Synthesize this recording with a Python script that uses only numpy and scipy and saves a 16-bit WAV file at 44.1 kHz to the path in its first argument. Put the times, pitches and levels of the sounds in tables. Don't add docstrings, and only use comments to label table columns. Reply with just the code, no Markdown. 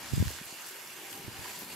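import sys
import numpy as np
from scipy import signal
from scipy.fft import rfft, irfft
from scipy.io import wavfile

SR = 44100
rng = np.random.default_rng(int(sys.argv[2]) if len(sys.argv) > 2 else 0)


def generate_wav(sig):
    pcm = np.round(np.clip(np.atleast_2d(sig).T, -1, 1) * 32767).astype(np.int16)
    wavfile.write(sys.argv[1], SR, pcm)


N = 77175
TOP_HZ = 15650


def undb(db):
    return 10 ** (np.asarray(db) / 20)


def unit(x):
    return x / np.sqrt(np.mean(x ** 2))


def curve(rows, axis=1):
    rows = np.array(rows, float)
    return np.interp(np.arange(N) / SR, rows[:, 0], rows[:, axis])


def freqs():
    return np.maximum(np.fft.rfftfreq(N, 1 / SR), 1)


def shape(points):
    hz, value = np.array(points, float).T
    return np.interp(np.log(freqs()), np.log(hz), value)


def filtered(x, gain):
    return irfft(rfft(x) * gain, N)


def resonance(hz, q):
    return 1 / (1 + 1j * q * (freqs() / hz - hz / freqs()))


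def pan(db):
    return undb(np.array([[.5], [-.5]]) * db)


def since(start):
    return np.maximum(np.arange(N) / SR - start, 0)


def walk(rate):
    return unit(filtered(rng.standard_normal(N), 1 / (1 + (freqs() / rate) ** 2)))


def air(likeness):
    noise = rng.standard_normal((3, N))
    return np.sqrt(likeness) * noise[2] + np.sqrt(1 - likeness) * noise[:2]


def thud(start, hz, cycles, edge_hz):
    turns = since(start) * hz
    swing = np.sin(2 * np.pi * turns) * np.exp(-turns / cycles)
    low_cut = 1j * freqs() / (hz / 2 + 1j * freqs())
    soft_edge = 1 / np.sqrt(1 + (freqs() / edge_hz) ** 4)
    x = filtered(swing, low_cut * soft_edge)
    return x / np.abs(x).max()


BUBBLE_LOW_HZ, BUBBLE_HIGH_HZ = 1494.6, 12840
BUBBLE_CYCLES, BUBBLE_SPREAD_DB = 44, 0.5


def bubbles(count=900):
    t = np.arange(SR // 20) / SR
    out = np.zeros((2, N + len(t)))
    for when, pitch, size, side in rng.random((count, 4)):
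        hz = BUBBLE_LOW_HZ * (BUBBLE_HIGH_HZ / BUBBLE_LOW_HZ) ** pitch
        turns = hz * t
        tone = np.sin(2 * np.pi * turns * (1 + 1.16 * t))
        ring = tone * np.exp(-turns / BUBBLE_CYCLES) * hz ** 0.93
        level = undb(-BUBBLE_SPREAD_DB * np.log(size + 0.0087))
        i = int(when * N)
        out[:, i:i + len(t)] += ring * level * pan(12 * (side - .5))
    return unit(out[:, :N])


SPUTTER_DB, SPUTTER_RATE_HZ, SPUTTER_BAND_HZ = 1.5, 9, 400


def sputter(x):
    place, spectrum = freqs() / SPUTTER_BAND_HZ, rfft(x)
    out = 0
    for k in range(TOP_HZ // SPUTTER_BAND_HZ + 2):
        band = irfft(spectrum * np.maximum(1 - np.abs(place - k), 0), N)
        out = out + band * undb(SPUTTER_DB * walk(SPUTTER_RATE_HZ))
    return out


POT_ECHO_DB, POT_ECHO_S = -11.5, 0.0033


def pot_walls(x):
    t = since(0)
    echoes = rng.standard_normal(N) * np.exp(-t / POT_ECHO_S) * (t > .001)
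    echoes = echoes / np.sqrt(np.sum(echoes ** 2))
    return filtered(x, 1 + undb(POT_ECHO_DB) * rfft(echoes))


# f/Hz, level/dB per Hz
SIZZLE_COLOUR = [(80, -34), (250, -8.5), (550, -2), (900, -0.5), (1300, 0), (2100, 0.4), (2700, 1.5),
                 (3300, -2), (3900, -5), (4600, -2.5), (5400, -5.5), (7200, -3.5), (9500, -6.5),
                 (11400, -1), (13000, -1.5), (14200, -8), (15700, -16)]
# f/Hz, left minus right/dB (before the hiss pan)
SIZZLE_BALANCE = [(300, -5), (900, 0.5), (1600, -2.5), (2700, -2.5), (3300, -2), (5000, -10.5), (7700, -13),
                  (11000, -2), (13000, 2), (15500, 10)]
# f/Hz, share/0-1
SIZZLE_LIKENESS = [(300, 0.47), (1200, 0.72), (3000, 0.48), (5000, 0.48), (8000, 0.31), (12000, 0)]
# t/s, body level/dB, hiss level/dB, fizz level/dB
SIZZLE_SURGES = [(0.0, -48.5, -50, -52), (0.052, -47, -46.5, -55.5), (0.15, -46, -46, -52),
                 (0.31, -47, -44.5, -51), (0.385, -47.5, -47.5, -54), (0.424, -49, -50, -54.5),
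                 (0.455, -49.5, -52, -50.5), (0.486, -49, -47, -54.5), (0.56, -50, -50.5, -52.5),
                 (0.658, -47.5, -48, -52.5), (0.686, -48.5, -46, -53.5), (0.74, -49, -51, -52.5),
                 (0.818, -50.5, -51.5, -53), (1.0, -49.5, -51.5, -54), (1.09, -47, -50.5, -53.5),
                 (1.11, -49, -47.5, -50), (1.212, -49.5, -51.5, -53.5), (1.29, -48.5, -51.5, -56),
                 (1.33, -47.5, -51.5, -55), (1.4, -48, -49, -54), (1.466, -44.5, -47, -49.5),
                 (1.558, -49.5, -46.5, -52), (1.61, -49.5, -47, -51.5), (1.672, -51, -52, -52),
                 (1.734, -46.5, -46, -52), (1.75, -49, -57, -49)]
# t/s, left minus right/dB
HISS_SIDE = [(0, 13), (.15, 10.5), (.42, 7), (.68, 11.5), (.8, 8.5), (1.15, 12), (1.75, 9)]
BODY_TOP_HZ, HISS_TOP_HZ = 3740, 9140
HISS_TRIM_DB, FIZZ_TRIM_DB, BUBBLE_DB = 1.5, 1.5, -13.5
BURSTS_PER_S, BURST_SPREAD_DB = 5000, 3
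STEAM_SHARE, FLICKER_DB = 0.38, 0.07


def sizzle():
    size = undb(BURST_SPREAD_DB * np.minimum(rng.exponential(size=(3, N)), 6))
    happens = rng.random((3, N)) < BURSTS_PER_S / SR
    bursts = unit(happens * size * rng.choice([-1, 1], (3, N)))
    steam = rng.standard_normal((3, N))
    fat = np.sqrt(1 - STEAM_SHARE) * bursts + np.sqrt(STEAM_SHARE) * steam

    common = np.clip(shape(SIZZLE_LIKENESS), 0, 1)
    stereo = filtered(fat[2], np.sqrt(common)) + filtered(fat[:2], np.sqrt(1 - common))
    in_pot = pot_walls(sputter(stereo + undb(BUBBLE_DB) * bubbles()))
    colour = undb(shape(SIZZLE_COLOUR)) * pan(shape(SIZZLE_BALANCE))
    x = filtered(in_pot, colour) * undb(FLICKER_DB * walk(44))

    below_hiss = 1 / (1 + (freqs() / BODY_TOP_HZ) ** 10)
    below_fizz = 1 / (1 + (freqs() / HISS_TOP_HZ) ** 10)
    body = unit(filtered(x, below_hiss)) * undb(curve(SIZZLE_SURGES, axis=1))
    hiss = unit(filtered(x, below_fizz - below_hiss)) * undb(HISS_TRIM_DB + curve(SIZZLE_SURGES, axis=2))
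    fizz = unit(filtered(x, 1 - below_fizz)) * undb(FIZZ_TRIM_DB + curve(SIZZLE_SURGES, axis=3))
    return body + hiss * pan(curve(HISS_SIDE)) + fizz


# f/Hz, level/dB per Hz
LOW_COLOUR = [(25, -2), (60, -13), (110, 2), (180, 3), (260, 1.5), (370, -1.5), (520, -10), (900, -3),
              (2000, -67)]
# t/s, level/dB
LOW_SWELL = [(0, -53.5), (.3, -60.5), (.45, -68.5), (1.0, -63.5), (1.11, -61), (1.17, -52.5), (1.25, -54.5),
             (1.45, -57.5), (1.75, -52.5)]


def low_noise():
    return unit(filtered(air(1.0), undb(shape(LOW_COLOUR)))) * undb(curve(LOW_SWELL))


# t/s, level/dB
MURMUR_SWELL = [(0, -63), (.95, -62.5), (1.16, -54), (1.3, -58.5), (1.75, -57.5)]
MURMUR_HZ, MURMUR_Q, MURMUR_WAVER_DB = 365.6, 2.94, 3


def murmur():
    hollow = unit(filtered(air(0.91), resonance(MURMUR_HZ, MURMUR_Q) ** 2))
    return hollow * undb(curve(MURMUR_SWELL) + MURMUR_WAVER_DB * walk(8.2))


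# t/s, level/dB
RUMBLE_SWELL = [(0, -60), (.3, -45.5), (.52, -77), (1.1, -90), (1.28, -56), (1.42, -56.5), (1.5, -71),
                (1.75, -69)]
RUMBLE_HZ, RUMBLE_Q = 79, 1.16


def rumble():
    deep = unit(filtered(air(0.094), resonance(RUMBLE_HZ, RUMBLE_Q) ** 2))
    return deep * undb(curve(RUMBLE_SWELL))


# t/s, level/dB, f/Hz, left minus right/dB, upper edge f/Hz
EDDIES = [(0.1352, -25, 114, -22, 696), (0.152, -34, 125, 0, 300), (0.172, -31.5, 115, 22, 300),
          (0.179, -22, 144, -13.5, 800), (0.2013, -17, 92, 6.5, 350), (0.2124, -23.5, 94, 13.5, 400),
          (0.2253, -20, 197, -10.5, 1500), (0.257, -31, 95, 16, 300), (.272, -26.5, 79.6, -11.5, 300),
          (0.292, -42, 60, -10, 160), (.461, -52.5, 111, 7, 400), (1.246, -40, 150, 7, 400),
          (1.279, -34.5, 113, -7, 300), (1.288, -43.5, 108, 0, 200), (1.39, -44, 112, 16, 400),
          (1.416, -43.5, 109, -8, 400)]
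# f/Hz, level/dB per Hz
PUFF_COLOUR = [(20, -22), (45, -4), (90, -6), (160, -2), (300, -21), (600, -47), (1500, -66)]
EDDY_CYCLES, PORT_LAG_S = 0.49, 0.0021
PUFF_DB, PUFF_S, PUFF_WIDTH_S = -35.5, 0.185, 0.066


def wind():
    eddies = 0
    for start, db, hz, side, edge_hz in EDDIES:
        left = thud(start + PORT_LAG_S * (side < 0), hz, EDDY_CYCLES, edge_hz)
        right = thud(start + PORT_LAG_S * (side > 0), hz, EDDY_CYCLES, edge_hz)
        eddies = eddies + np.array([left, right]) * undb(db) * pan(side)
    swell = np.exp(-((since(0) - PUFF_S) / PUFF_WIDTH_S) ** 6)
    turbulence = unit(filtered(air(0), undb(shape(PUFF_COLOUR))))
    return eddies + turbulence * swell * undb(PUFF_DB)


# t/s, level/dB, centre f/Hz, resonance Q, decay before the resonance/s, left minus right/dB
SPITS_AND_SNAPS = [(.158, -31.5, 8000, 2, 0.0085, -3), (.2808, -25, 1590, 0.87, 0.0011, -5),
                   (0.3125, -30, 13000, 2, .001, 10), (0.387, -30.5, 1370, 2.8, 0.0018, 3),
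                   (.456, -37, 12000, 2, .002, -2), (.666, -36, 12000, 2, .005, 7),
                   (.684, -38, 13500, 2, 0.0099, 8), (.71, -36, 12900, 7, 0.0035, 6),
                   (.8735, -35, 5700, 1.5, 0.0038, 4), (1.11, -42, 6600, 1.7, .003, 16),
                   (1.128, -43, 2600, 1.2, 0.0033, 26), (1.175, -41, 6950, 1.3, 0.0033, 22),
                   (1.456, -32.5, 1100, 3, .004, -1), (.897, -42, 2700, 13, 0.03, -3),
                   (1.499, -38, 2530, 4.8, 0.0032, -2), (1.588, -38.5, 12950, 14, 0.032, 11),
                   (1.5903, -31, 13300, 4.3, .0007, 11), (1.6208, -34, 1800, 1, .0015, -4)]


def crackles():
    out = 0
    for start, db, hz, q, decay, side in SPITS_AND_SNAPS:
        t = since(start)
        burst = air(0.74) * (t > 0) * np.exp(-t / decay)
        x = filtered(burst, resonance(hz, q))
        out = out + x / np.abs(x).max() * undb(db) * pan(side)
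    return out


# t/s, peak level/dB, f/Hz, upper edge f/Hz
SOFT_KNOCKS = [(.305, -37, 444, 700), (0.4137, -38, 200, 3000), (0.5255, -45, 217, 2000),
               (1.281, -37.5, 326, 700), (1.621, -42.5, 307, 1200), (1.631, -42, 300, 1200)]
KNOCK_CYCLES = 0.64


def knocks():
    return sum(thud(start, hz, KNOCK_CYCLES, edge_hz) * undb(db) for start, db, hz, edge_hz in SOFT_KNOCKS)


# t/s, f/Hz, level/dB, decay/s
FAINT_RINGS = [(1.04, 793, -52, 0.043), (1.16, 800, -47, 0.033), (1.35, 793, -48, 0.04),
               (1.435, 994, -51.5, 0.18), (1.45, 790, -51, 0.04), (1.53, 964, -53, 0.046)]
RING_ATTACK_S, RING_WAVER_RAD = 0.0042, 0.2


def rings():
    out = 0
    for start, hz, db, decay in FAINT_RINGS:
        t = since(start)
        envelope = (1 - np.exp(-t / RING_ATTACK_S)) * np.exp(-t / decay)
        tone = np.sin(2 * np.pi * hz * t + RING_WAVER_RAD * walk(25))
        out = out + undb(db) * envelope * tone
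    return out


def scene():
    cooking = sizzle() + crackles()
    thumps = wind() + knocks()
    background = low_noise() + murmur() + rumble()
    return cooking + thumps + background + rings()


LOW_CUT_HZ = 66


def record(dry):
    thin = filtered(dry, 1 / np.sqrt(1 + (LOW_CUT_HZ / freqs()) ** 4))
    return signal.sosfilt(signal.ellip(12, .1, 90, TOP_HZ, fs=SR, output="sos"), thin)


dry = scene()
out = record(dry)
generate_wav(out)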